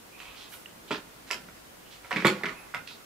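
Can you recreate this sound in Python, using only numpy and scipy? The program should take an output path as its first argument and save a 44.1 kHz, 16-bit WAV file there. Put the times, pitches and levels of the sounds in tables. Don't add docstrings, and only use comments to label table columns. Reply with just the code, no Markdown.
import sys
import numpy as np
from scipy import signal
from scipy.fft import rfft, irfft
from scipy.io import wavfile
from scipy.ndimage import uniform_filter1d

SR = 44100
rng = np.random.default_rng(int(sys.argv[2]) if len(sys.argv) > 2 else 0)


def field_ratio(decibels):
    return 10 ** (np.asarray(decibels, dtype=float) / 20)


def to_wav(sig):
    pcm = np.clip(np.atleast_2d(sig), -1, 1) * 32767
    pcm = np.round(pcm).astype(np.int16)
    wavfile.write(sys.argv[1], SR, pcm.T)


N = 134505
HIT_N = 6144


def unit(x):
    return x / np.sqrt(np.mean(x ** 2))


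def band(x, hz, width):
    b, a = signal.iirpeak(min(hz, .45 * SR), hz / width, SR)
    return signal.lfilter(b, a, x)


def narrow_band(x, hz, width):
    return band(band(x, hz, width), hz, width)


def high_pass(x, order, hz):
    return signal.lfilter(*signal.butter(order, hz, "high", fs=SR), x)


def decay(t, t60):
    return np.exp(-np.log(1000) * t / t60)


def ring(hz, t60, t):
    return np.sin(2 * np.pi * hz * t) * decay(t, t60)


def lean(db):
    return field_ratio(np.array([[.5], [-.5]]) * db)


def colour(points):
    f = np.fft.rfftfreq(N, 1 / SR) + 1
    hz, db = np.array(points).T
    spectrum = rfft(rng.standard_normal(N)) * field_ratio(np.interp(np.log(f), np.log(hz), db))
    return unit(irfft(spectrum, N))


def hiss():
    # pitch in Hz, level in dB per Hz.
    mid_curve = [(20, -15), (50, -7), (110, -5), (300, -3.5), (700, -8), (1600, -11), (4000, -17),
                 (15000, -21)]
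    # pitch in Hz, level in dB per Hz.
    side_curve = [(25, -30), (100, -12), (300, -3.5), (700, -4.5), (1500, -8.5), (3000, -12.5), (7000, -18),
                  (15000, -22.5)]
    mid = field_ratio(-53) * colour(mid_curve)
    side = field_ratio(-53.5) * colour(side_curve)
    hum = field_ratio(-68.5) * unit(band(rng.standard_normal(N), 50.6, 1.7))
    mid = mid + hum
    return np.array([mid + side, mid - side]) * lean(-0.5)


def room_tail():
    # pitch in Hz, t60 in seconds, level in dB.
    fading = [(154, 0.49, -2), (298, 0.34, -1), (594, 0.35, -1), (1200, 0.26, 3.5), (2400, 0.18, 2.5),
              (4830, 0.2, 0.5), (8900, 0.21, -1), (13000, 0.13, 4)]
    t = np.arange(14000) / SR
    age = (t / .025) ** 2
    present = rng.random((2, len(t))) < .02 + age * .1
    seed = rng.standard_normal((2, len(t))) * present / np.sqrt(np.clip(0.05 + age * 0.081, 0, 1))
    tails = np.zeros((2, len(t)))
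    for hz, t60, db in fading:
        alike = np.clip(1.35 - hz / 900, .2, 1)
        right = alike * seed[0] + np.sqrt(1 - alike ** 2) * seed[1]
        pair = np.array([seed[0], right])
        tails += field_ratio(db) * band(pair, hz, 0.72 * hz) * decay(t, t60)
    spectrum = rfft(tails)
    size = np.abs(spectrum)
    evened = spectrum * (uniform_filter1d(size, size=80) / (size + 1e-9)) ** .6
    tails = irfft(evened, len(t)) * (t < .28)
    build_up = 1 - np.exp(-t / 0.0025)
    return tails * build_up * field_ratio(-3) / 30


def room(x):
    # delay in seconds, left level in dB, right level in dB.
    echoes = [
        (.0048, -20.5, -16.5),
        (.0095, -6.5, -27.5),
        (.0125, -5, -19),
        (0.0205, -13, -11),
        (.032, -4, -23.5),
    ]
    answer = room_tail()
    click = np.arange(32) == 0
    dull = signal.lfilter(*signal.butter(1, 5940, fs=SR), click)
    for s, left_db, right_db in echoes:
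        i = int(s * SR)
        answer[:, i:i + 32] += field_ratio(np.array([[left_db], [right_db]])) * dull
    middle = answer.mean(axis=0)
    answer = middle + high_pass(answer - middle, 2, 830)
    return signal.fftconvolve(x[None], answer, axes=1)[:, :N]


def nail():
    start_s, hz, t60 = .6585, 2820, .016
    t = np.clip(np.arange(N) / SR - start_s, 0, None)
    tones = ring(hz, t60, t) + 0.3 * ring(0.677 * hz, t60, t)
    return field_ratio(-34.5) * tones * (1 - np.exp(-t / 0.00064)) * 2


def rubbing():
    # start in seconds, length in seconds, level in dB, centre in
    # Hz, width in Hz.
    rubs = [(.11, .4, -57, 2500, 300), (.172, .3, -55, 2860, 1200), (.18, .1, -61, 6000, 7000),
            (.149, .44, -60, 1000, 600), (.356, .15, -51, 3300, 1800), (.48, .2, -56, 11000, 9300),
            (.52, .045, -50, 13100, 4000), (.52, .036, -50, 2440, 2500), (2.255, .07, -53, 62, 40),
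            (2.74, .075, -53, 150, 60), (.67, .056, -64, 2890, 300), (.875, .042, -52, 3100, 1200),
            (1.27, .06, -53, 2500, 4000), (1.31, .08, -54, 4800, 3000), (1.33, .28, -57, 193, 119),
            (1.85, .06, -60, 2900, 500), (1.9, .085, -53, 3100, 2300), (.905, .09, -45, 3300, 1800),
            (2.255, .045, -43, 4000, 1300), (2.03, .1, -57, 1930, 2000), (2.117, .38, -46, 1960, 1800),
            (2.152, .05, -35, 192, 70), (2.43, .064, -41, 196, 60), (2.519, .19, -56, 2500, 180),
            (2.555, .14, -63, 11200, 90), (2.868, .11, -52, 3900, 1500), (2.494, .26, -55.5, 1100, 910),
            (.72, .16, -62, 170, 120)]
    grains_per_s, scatter_db = 3000, 2.5
    t = np.arange(20000) / SR
    out = np.zeros(N + len(t))
    for s, length, db, hz, width in rubs:
        caught = rng.random(len(t)) < grains_per_s / SR
        strength = field_ratio(scatter_db * np.minimum(rng.exponential(size=len(t)), 3))
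        noise = rng.standard_normal(len(t))
        grains = 0.13 * noise + caught * np.sign(noise) * strength
        swell = np.sin(np.pi * np.clip(t / length, 0, 1) ** 0.5)
        i = int(s * SR)
        out[i:i + len(t)] += field_ratio(db) * swell * unit(narrow_band(grains, hz, 1.36 * width))
    return out[:N]


def body(modes, t):
    out = np.zeros(len(t))
    for k, (hz, db, t60) in enumerate(modes):
        chance = rng.standard_normal()
        out += (-1) ** k * field_ratio(db + 2.4 * chance) * ring(hz * (1 + 0.02 * chance), t60, t)
    return out


def contact(hz, crack_db, body_db, modes):
    t = np.arange(HIT_N) / SR
    noise = rng.standard_normal((3, len(t)))
    push = 1 - np.exp(-t / 0.00083)
    rough = narrow_band(noise[0], 0.81 * hz, 0.76 * hz)
    click = (np.sin(2 * np.pi * hz * t) + 2.08 * rough) * decay(t, 0.0073) * push ** 2 * 6
    crack = band(noise[1], 3400, 12000) * decay(t, 0.0067) * push * 2.1
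    rattle = narrow_band(noise[2], hz, 1.08 * hz) * decay(t, 0.039) * 4
    thud = body(modes, t) * (1 - np.exp(-t / 0.0015)) * 0.87
    return click + field_ratio(-13) * rattle + field_ratio(crack_db) * crack + field_ratio(body_db) * thud


def contacts(rows, modes):
    out = np.zeros(N + HIT_N)
    for s, db, hz, crack_db, body_db in rows:
        i = int(s * SR)
        out[i:i + HIT_N] += field_ratio(db) * contact(hz, crack_db, body_db, modes)
    return out[:N]


def barrel():
    # pitch in Hz, level in dB, t60 in seconds.
    barrel_modes = [(3371, 9, 0.018), (4336, -2, 0.033), (7290, 1, 0.014)]
    # start in seconds, level in dB.
    bumps = [
        (2.253, -30.5),
        (2.260, -36),
        (2.2685, -25),
    ]
    t = np.arange(HIT_N) / SR
    out = np.zeros(N + HIT_N)
    for s, db in bumps:
        i = int(s * SR)
        out[i:i + HIT_N] += field_ratio(db - 1) * body(barrel_modes, t)
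    return out[:N]


def ticks():
    # pitch in Hz, level in dB, t60 in seconds.
    handle_modes = [(382, -2.5, 0.022), (519, 4, 0.025), (702, 0.5, 0.031), (963, 1.5, 0.037),
                    (1400, 14, 0.016)]
    # start in
    # seconds, level in dB, click pitch in Hz, crack in dB against the click, handle in dB against the click.
    touches = [(.202, -40, 2730, -26, -12), (.254, -42, 2530, -20, -23), (.539, -42.5, 2820, -11, -8),
               (1.305, -27, 1796, -32, -16), (1.3108, -24.5, 2580, -6, -7.5), (1.486, -46, 2080, -19, -4),
               (2.046, -44.5, 2070, -18, -1.5), (2.1085, -24.5, 1243, -9.5, -25),
               (2.1155, -22.5, 1930, -35, -8), (2.7395, -33.5, 1400, -27, -13),
               (2.7458, -28.5, 1967, -4, -7.5), (2.875, -38, 2700, -20, -22),
               (2.874, -42.5, 4200, -20, -30), (2.7465, -32, 2720, -22, -18), (1.308, -33, 2000, -30, -6.5),
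               (2.443, -34, 1400, -30, -1), (1.3112, -30, 5330, -2, -34), (.9078, -34, 3020, -21, 3.5),
               (2.888, -42, 2560, -17, -16), (2.91, -49, 3914, -21, -2), (.916, -37, 2880, -20, -19),
               (.9335, -41, 2540, -18, -15), (.9465, -31.5, 1680, -27, -14), (.957, -43, 2720, -20, -10),
               (1.3205, -33.5, 4900, -2, -25), (1.3315, -33.5, 3140, 0, -15),
               (1.345, -35.5, 1600, -20, -15), (2.1115, -26.5, 1720, -21, -18),
               (2.167, -25.5, 2460, -20, -20), (2.183, -35, 2400, -20, -9), (2.2035, -30, 2300, -17, -20),
               (2.256, -18.5, 2200, -15, -11), (2.2635, -20.5, 1200, -20, -12),
               (2.272, -20.5, 2310, -20, -15), (2.279, -30.5, 4380, -15, -21), (2.299, -30, 2500, -20, -20),
               (2.4105, -32.5, 930, -25, -15), (2.438, -25, 1730, -23, -18), (2.461, -29.5, 2340, -32, -15),
               (2.7425, -34, 2080, -17, -16), (2.768, -37.5, 2506, -20, -18)]
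    return contacts(touches, handle_modes)


def knocks():
    # pitch in Hz, level in dB, t60 in seconds.
    table_modes = [(133.6, -14, 0.11), (198.5, -11, 0.15), (273, -8, 0.095), (325, -6, 0.049),
                   (386, 4, 0.039), (506, -5, 0.044), (607.3, 4, 0.02), (675, -4, 0.0055), (874, -3, 0.028),
                   (1094, -8.5, 0.054), (1355, -7.5, 0.03)]
    # start in seconds, level in dB, click pitch in Hz,
    # crack in dB against the click, table thud in dB against the click.
    set_downs = [(.9068, -29.5, 1400, -31, 5), (.9135, -25, 2400, -27, -4), (.923, -33.5, 3250, -22, -2),
                 (.930, -34.5, 2680, -23, -2), (2.127, -27.5, 2660, -26, -6.5),
                 (2.161, -22, 2130, -26, -13), (2.170, -27.5, 2470, -32, -5.5), (2.188, -43, 2100, -10, -6),
                 (2.222, -31, 1880, -21, -3), (2.247, -16, 1880, -36, 4.5), (2.253, -17, 1263, -7, -1.5),
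                 (2.259, -21, 2200, -13, -12), (2.2685, -22, 2944, 4, -5.5),
                 (2.4348, -23.5, 1990, -31, -11), (2.456, -24, 1990, -30, -12),
                 (2.466, -32.5, 2160, -28, -18.5), (2.485, -32.5, 2000, -20, -20),
                 (2.493, -29, 1980, -26, -12.5)]
    return contacts(set_downs, table_modes)


def tools():
    return high_pass(ticks() + knocks() + barrel(), 2, 64)


def scene():
    dry = tools() + rubbing()
    lag = int(.00003 * SR)
    near = np.array([np.roll(dry, lag), dry]) + room(dry) + nail()
    low = signal.lfilter(*signal.butter(1, 1094, fs=SR), near)
    return low + (near - low) * lean(-7) + hiss()


def band_limit(x):
    return signal.sosfilt(signal.butter(12, 16010, fs=SR, output="sos"), x)


def record(dry):
    cut = signal.sosfilt(signal.ellip(12, .2, 80, 15600, fs=SR, output="sos"), dry)
    return band_limit(cut)


dry = scene()
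out = record(dry)
to_wav(out)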